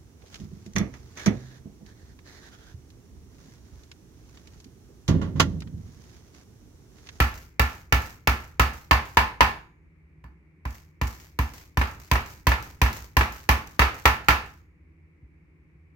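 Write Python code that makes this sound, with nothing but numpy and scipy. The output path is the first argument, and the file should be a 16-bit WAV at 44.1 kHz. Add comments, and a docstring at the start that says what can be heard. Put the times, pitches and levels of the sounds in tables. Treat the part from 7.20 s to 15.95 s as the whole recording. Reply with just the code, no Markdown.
"""In a small carpeted room, a claw hammer taps two small nails through brackets into a wooden frame.
Each impact, heard from close by, ticks on the nail, excites the frame's modes and bounces the floor;
the knock grows fuller as the nail seats and passes more of the blow into the wood. The frame sometimes
rebounds and a steel tape lying across it chatters. The room reverberates over a low hum and a few
soft bumps of a shifting knee."""
import sys
import numpy as np
from scipy import signal
from scipy.fft import rfft, irfft, next_fast_len
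from scipy.io import wavfile

SR = 44100
rng = np.random.default_rng(int(sys.argv[2]) if len(sys.argv) > 2 else 0)


def digitize_waveform(pressure):
    """Quantize a signal to 16-bit integers and store it at the path in sys.argv[1].

    Rows of a 2-D input are taken as channels; values are limited to [-1, 1].
    """
    field = np.atleast_2d(pressure).T
    bounded = np.clip(field, -1, 1)
    quanta = np.round(bounded * 32767).astype(np.int16)
    wavfile.write(sys.argv[1], SR, quanta)


N = 385875
RING_TIME = np.arange(SR // 2) / SR  # seconds since an impact
SECOND_NAIL_S = 2.8

# hammer blows: start_s, floor_weight_db, nail_contact_db
BLOWS = [(0.001, -17.5, -19), (0.394, -19, -18.5), (0.723, -17.5, -18), (1.072, -19, -18),
         (1.395, -17, -17.5), (1.71, -16, -17.5), (1.97, -19, -18), (2.206, -18.5, -17.5),
         (3.04, -43, -51.5), (3.452, -29, -37), (3.813, -22, -28.5), (4.188, -20, -26.5),
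         (4.571, -18.5, -25.5), (4.913, -17.5, -21), (5.268, -16, -20), (5.615, -16.5, -20),
         (5.967, -17, -19.5), (6.289, -17, -17.5), (6.592, -16, -18.5), (6.854, -18, -16.5),
         (7.084, -19.5, -17)]
# modes of the frame, by where it is struck: pitch_hz, first_nail_db, second_nail_db, nail_home_db
FRAME_MODES = [(590, -27, -21, -17), (637, -17, -13, -15), (742, -19, -12, -16), (805, -18, -14, -11),
               (827, -15, -11, -9), (862, -9, -9, -12), (878, -14, -11, -7), (960, -19, -9, -9),
               (997, -13, -9, 0), (1046, -6, -8, -3), (1150, -7, -5, -10), (1200, -9, -8, -9),
               (1240, -6, -14, -9), (1268, -6, -11, -6), (1310, -5, -16, -13), (1347, 0, -5, -10),
               (1470, -18, -18, -14), (1627, -13, -12, -11), (1703, -7, -11, -12), (1749, -1, -3, -9),
               (1785, -10, -12, -13), (1831, -9, -15, -10), (2030, -11, -14, -16), (2229, -5, -8, -13),
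               (2300, -12, -9, -10), (2493, -19, -12, -16), (2684, -10, -10, -12), (2815, -19, -19, -20),
               (4587, -20, -18, -20), (5100, -31, -29, -24)]
# coherence of the left and right channels: frequency_hz, correlation
COHERENCE = [(60, 1), (125, 0.93), (250, 0.65), (500, 0.86), (1000, 0.15), (2000, -0.2), (4000, 0.05),
             (12000, 0.002)]


def hammering(flight_s=0.00099, firm_db=-20.5):
    """Impact excitation: each blow drives nail, frame, floor and room; softer contact sounds duller."""
    # the frame falling back after a blow: start_s, level_db
    rebounds = [(4.613, -28.5), (4.954, -30), (5.317, -27.5), (5.661, -34), (6.009, -25.5), (6.618, -23),
                (7.105, -30.5)]
    # spectra of the wood's knock and crack, the steel's tick and the room's boom: frequency_hz, density_db
    knock_spectrum = [(200, -8), (430, -7.5), (600, -8), (690, -6.5), (850, 1), (1030, -3), (1280, -3.5),
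                      (1520, -4.5), (1780, -0.5), (1950, -9.5), (2300, -7.5), (3200, -34.5)]
    crack_spectrum = [(1200, -18.5), (1950, 3.5), (2350, 2.5), (2700, 3), (3300, -6), (3800, -7),
                      (4150, -9.5), (4600, -8.5), (5600, -15.5), (6600, -19), (8000, -30), (12000, -39)]
    tick_spectrum = [(2000, -18), (4000, -5.5), (6000, 3), (7500, -7), (9000, -7.5), (10800, -9.5),
                     (12500, 0.5), (14000, -1), (15800, -3.5)]
    boom_spectrum = [(25, -18), (45, -8), (62, 3), (80, -5.5), (115, -6), (170, -17), (260, -17),
                     (450, -25), (1500, -74.5)]
    out = np.zeros((2, N))
    grain, modes = noise(knock_spectrum), frame_modes()  # common to all blows
    crack_envelope, tick_envelope, boom_envelope = np.zeros((3, N))
    for start_s, weight_db, contact_db in BLOWS:
        seated, resonance_hz, nail_db = nail(start_s)
        force_db = contact_db - firm_db
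        # seating shifts the sound from floor and steel into the wood
        thump_db = weight_db - 3 * seated
        wood_db = contact_db + 4.5 * seated
        crack_db = contact_db - 4.5 + 0.34 * force_db + 3.5 * seated
        tick_db = contact_db + nail_db + 0.47 * force_db - 2.5 * seated
        knock = wood_knock(grain + 0.84 * noise(knock_spectrum), resonance_hz)
        ring = frame_ring(modes, start_s > SECOND_NAIL_S, seated)
        wood = first_wave(seated) + knock + ring + main_resonance(resonance_hz)
        arrival_s = start_s + flight_s
        add(out, arrival_s, undb(wood_db) * wood)
        add(out, arrival_s, undb(thump_db) * floor_thump())
        add(out, arrival_s, undb(contact_db) * steel_ring())
        add(crack_envelope, arrival_s, undb(crack_db) * wood_crack())
        add(tick_envelope, arrival_s, undb(tick_db) * steel_tick())
        add(boom_envelope, arrival_s, undb(thump_db - 17) * (fade(t60=0.91) - fade(t60=0.027)))
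    for start_s, level_db in rebounds:
        knock = wood_knock(grain + noise(knock_spectrum), resonance_hz=1300, direct_db=10.5, room_db=0)
        add(out, start_s, undb(level_db) * rise(0.00059) * knock)
        add(crack_envelope, start_s, undb(level_db - 4) * rise(0.00055) * wood_crack())
    out += crack_envelope * noise(crack_spectrum, N)
    out += tick_envelope * noise(tick_spectrum, N)
    return out + boom_envelope * noise(boom_spectrum, N)


def nail(time_s, loose_depth=0.069):
    """Coupling to the wood grows with depth: gives the nail's seating (0-1), resonance and tick level."""
    # the two nails: seating_s, driven_s, final_depth, loose_hz, driven_hz, tick_db
    nails = [(1.3, 1.85, 1, 1345, 1010, -12), (6.0, 6.85, 0.78, 1015, 1341, -8.5)]
    seating_s, driven_s, final_depth, loose_hz, driven_hz, tick_db = nails[int(time_s > SECOND_NAIL_S)]
    seated = np.interp(time_s, [seating_s, driven_s], [loose_depth, final_depth])
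    resonance_hz = np.interp(time_s, [seating_s, driven_s], [loose_hz, driven_hz])
    return seated, resonance_hz, tick_db


def first_wave(seated):
    """The wood radiates a short pressure pulse, lower and stronger as the nail seats."""
    pitch_hz, cycles = 1400 - 350 * seated, 2
    t = np.maximum(stereo_time(lag_s=0.000053), 0)
    envelope = np.exp(-(t * pitch_hz / cycles) ** 2)
    return -undb(1 + 8 * seated) * np.sin(2 * np.pi * pitch_hz * t) * envelope


def wood_knock(grain, resonance_hz, peak_db=7, half_width_hz=75, direct_db=3, room_db=-6):
    """Modal overlap: the frame's dense, damped modes merge into noise with a resonant peak."""
    dense = unit_rms(colour(grain, lambda hz: peak_db / (1 + ((hz - resonance_hz) / half_width_hz) ** 2)))
    return dense * (undb(direct_db) * fade(t60=0.04) + undb(room_db) * fade(t60=0.4))


def main_resonance(pitch_hz, level_db=1):
    """The strongest resonance under the nail builds up, decays and gives the knock its pitch."""
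    tone = np.sin(2 * np.pi * pitch_hz * stereo_time(lag_s=0.00023))
    return -undb(level_db) * tone * rise(0.0016) * fade(t60=0.11)


def frame_modes():
    """Free vibration: one damped sine a mode, closer in phase between channels where coherence is high."""
    pitch_hz = np.transpose(FRAME_MODES)[0]
    left, offset = rng.uniform(-np.pi, np.pi, (2, len(pitch_hz)))
    right = left + offset * (1 - np.clip(along(COHERENCE, pitch_hz), 0, 1))
    phases = np.array([left, right])[:, :, None]
    return np.sin(2 * np.pi * pitch_hz[:, None] * RING_TIME + phases) * fade(t60=0.28)


def frame_ring(modes, second_nail, seated, level_db=-10.8, seated_db=5, scatter_db=2):
    """Modal superposition: the striking point weights the modes; a seated nail drives them harder."""
    _, first_db, second_db, home_db = np.transpose(FRAME_MODES)
    loose_db = second_db if second_nail else first_db
    mode_db = (1 - seated) * loose_db + seated * (home_db + seated_db)
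    return undb(mode_db + level_db + scatter_db * rng.standard_normal(len(mode_db))) @ modes


def wood_crack(direct_db=4, room_db=-4):
    """Envelope of the blow's bright transient: direct sound, then reverberation."""
    return undb(direct_db) * fade(t60=0.038) + undb(room_db) * fade(t60=0.34)


def steel_tick(snap_s=0.0017, snap_db=13, direct_db=7, room_db=-3):
    """Envelope of hard contact, steel on steel: a touch, the nail's snap forward, reverberation."""
    touch = undb(direct_db) * fade(t60=0.0082) + undb(room_db) * fade(t60=0.25)
    return rise(0.00073) * touch + undb(snap_db) * fade(t60=0.005, start_s=snap_s)


def steel_ring():
    """Hammer and nail ring faintly in free vibration, at a different phase in each channel."""
    # modes of the steel: pitch_hz, level_db, t60_s
    modes = [(2740, -19, .18), (4490, -26, .2), (4660, -26, .2), (6690, -42, .7)]
    phases = rng.uniform(-np.pi, np.pi, (len(modes), 2, 1))
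    return sum(undb(db) * np.sin(2 * np.pi * hz * RING_TIME + phase) * fade(t60)
               for (hz, db, t60), phase in zip(modes, phases))


def floor_thump(level_db=4, sink_s=0.0092, detune=0.013):
    """A load sinks into the carpet; the floor's modes pass their low point in phase and swing on."""
    # modes of the floor: pitch_hz, level_db, full_swing_s
    modes = [(65.2, 0, 0.027), (81.2, -8, 0.025), (112.3, -8.5, .015), (138, -10.5, 0.003),
             (156, -12, 0.0083), (225.8, -26, 0.042), (250.6, -18, .016), (280.4, -20, 0.015)]
    tuning = 1 + detune * rng.standard_normal()
    radians_per_hz = 2 * np.pi * tuning * (stereo_time(lag_s=0.000088) - sink_s)
    swing = sum(undb(db) * np.cos(hz * radians_per_hz) * swell(peak_s) for hz, db, peak_s in modes)
    return -undb(level_db) * swing


def tape_chatter(bounce_s=0.038, jitter_s=0.001, loss_db=7, scatter_db=0.5, grit_db=3.3, room_db=-8):
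    """Inelastic bouncing: the tossed steel tape lands in four fading slaps, each a run of contacts."""
    # landings of the tape: start_s, level_db
    landings = [(0.139, -33.5), (0.492, -34.5), (0.818, -30), (1.201, -41), (1.532, -34.5), (1.85, -34),
                (3.505, -37), (3.87, -30), (3.998, -41.5), (4.335, -33.5), (4.673, -39.5), (4.795, -36.5),
                (5.06, -31), (5.424, -33.5), (5.727, -27), (6.121, -31), (6.47, -39), (6.742, -33.5),
                (7.043, -41), (7.258, -42.5)]
    # spectrum of the thin blade: frequency_hz, density_db
    blade_spectrum = [(800, -1), (2200, 2), (3500, -6), (5000, -2), (6500, -1.5), (8500, -11), (10500, -14),
                      (13000, -4), (15800, -7.5)]
    slaps = np.zeros(N)
    slap = rise(0.0016) * (fade(t60=0.017) + undb(room_db) * fade(t60=0.3))
    for start_s, level_db in landings:
        for bounce, (late, strong) in enumerate(rng.standard_normal((4, 2))):
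            slap_db = level_db - 6.5 - bounce * loss_db + scatter_db * strong
            add(slaps, start_s + bounce * (bounce_s + jitter_s * late), undb(slap_db) * slap)
    contacts = np.repeat(rng.standard_normal(N // 90 + 1), 90)[:N]  # about 2 ms each
    return np.hypot(slaps, tape_jangle()) * undb(grit_db * contacts) * noise(blade_spectrum, N)


def tape_jangle(level_db=-25, threshold_db=-36):
    """Envelope of forced rattling: the bouncing frame shakes the tape, less as the nail seats."""
    envelope = np.zeros(N)
    for start_s, weight_db, _ in BLOWS:
        if weight_db > threshold_db:
            looseness = 1 - nail(start_s)[0]
            add(envelope, start_s, looseness * undb(weight_db + level_db) * rise(0.016) * fade(t60=0.6))
    return envelope


def knee_bumps():
    """A shifting knee softly excites the modes of the floor."""
    # bumps on the floor: start_s, level_db
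    bumps = [(2.975, -55), (8.025, -47), (8.545, -53)]
    out = np.zeros((2, N))
    for start_s, level_db in bumps:
        add(out, start_s, undb(level_db) * floor_thump())
    return out


def house_hum(noise_db=-57.5):
    """Stationary low noise carries two tones that waver by slow phase modulation."""
    # spectrum of the hum: frequency_hz, density_db
    spectrum = [(30, -30.5), (60, -3.5), (82, -3.5), (108, -23.5), (158, -7), (220, -24), (320, -15),
                (420, -27), (650, -39.5), (1050, -35), (1500, -38), (2250, -27), (3200, -53.5),
                (16000, -65)]
    # tones in the hum: pitch_hz, rms_db
    tones = [(82, -61.5), (157, -66)]
    t = np.arange(N) / SR
    out = undb(noise_db) * noise(spectrum, N)
    for pitch_hz, rms_db in tones:
        waver = np.interp(t, np.linspace(0, t[-1], 60), np.cumsum(rng.standard_normal(60)))
        out += undb(rms_db) * np.sqrt(2) * np.sin(2 * np.pi * pitch_hz * t + waver)
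    return out


def noise(spectrum, size=len(RING_TIME)):
    """Partially coherent stereo noise of a given spectrum, alike left and right in the bass."""
    hz = np.fft.rfftfreq(size, 1 / SR)
    correlation = np.clip(along(COHERENCE, hz), -0.99, 0.99)
    mid, side = rfft(rng.standard_normal((2, size)))
    pair = mid * np.sqrt(1 + correlation) + np.array([[1], [-1]]) * side * np.sqrt(1 - correlation)
    return unit_rms(irfft(pair * undb(along(spectrum, hz)), size))


def stereo_time(lag_s):
    """Path difference: time axes for a wave that reaches the left channel first."""
    return RING_TIME - np.array([[0], [lag_s]])


def rise(rise_s):
    """Smooth onset of a contact of finite duration."""
    return 1 - np.exp(-(RING_TIME / rise_s) ** 2)


def fade(t60, start_s=0):
    """Exponential damping: 60 dB down in t60 seconds."""
    return (RING_TIME >= start_s) * np.exp(-np.log(1000) * np.maximum(RING_TIME - start_s, 0) / t60)


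def swell(peak_s):
    """Inertia: the envelope of a heavy body that swings up and dies away."""
    return (RING_TIME / peak_s * np.exp(1 - RING_TIME / peak_s)) ** 2


def colour(x, db_at):
    """Zero-phase filtering by a gain in dB given as a function of frequency."""
    hz = np.fft.rfftfreq(x.shape[-1], 1 / SR)
    return irfft(rfft(x) * undb(db_at(hz)), x.shape[-1])


def along(points, hz):
    """Interpolation of (frequency_hz, value) points on a logarithmic frequency axis."""
    points_hz, values = np.transpose(points)
    return np.interp(np.log(np.maximum(hz, 1)), np.log(points_hz), values)


def undb(db):
    """Decibels to amplitude ratio."""
    return 10 ** (np.asarray(db) / 20)


def unit_rms(x):
    """Normalisation to unit power."""
    return x / np.sqrt(np.mean(x ** 2))


def add(out, start_s, x):
    """Superposition of x on out from start_s."""
    i = max(int(start_s * SR), 0)
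    out[..., i:i + x.shape[-1]] += x[..., :max(N - i, 0)]


def scene(ceiling_s=0.0212, ceiling_db=-12):
    """Direct sound and a ceiling reflection; level differences set the knock right and the steel left."""
    # stereo balance: frequency_hz, left_minus_right_db
    balance = [(60, -1.7), (250, 0.5), (500, 1), (1000, -1.5), (2200, -3), (4500, 2.5), (14000, 3.5)]
    impacts = hammering() + tape_chatter()
    reflection = signal.sosfilt(signal.butter(2, 500, "high", fs=SR, output="sos"), impacts)
    add(impacts, ceiling_s, undb(ceiling_db) * reflection)
    padded = np.pad(impacts, ((0, 0), (0, next_fast_len(N + SR // 2, True) - N)))
    panned = colour(padded, lambda hz: np.array([[1], [-1]]) * along(balance, hz) / 2)[:, :N]
    return panned + house_hum() + knee_bumps()


def record(dry):
    """Soft saturation and band limiting: the microphone rounds the peaks and cuts the top."""
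    top_hz = 15900
    return signal.sosfilt(signal.ellip(8, 0.2, 70, top_hz, fs=SR, output="sos"), np.tanh(dry))


dry = scene()
out = record(dry)
digitize_waveform(out)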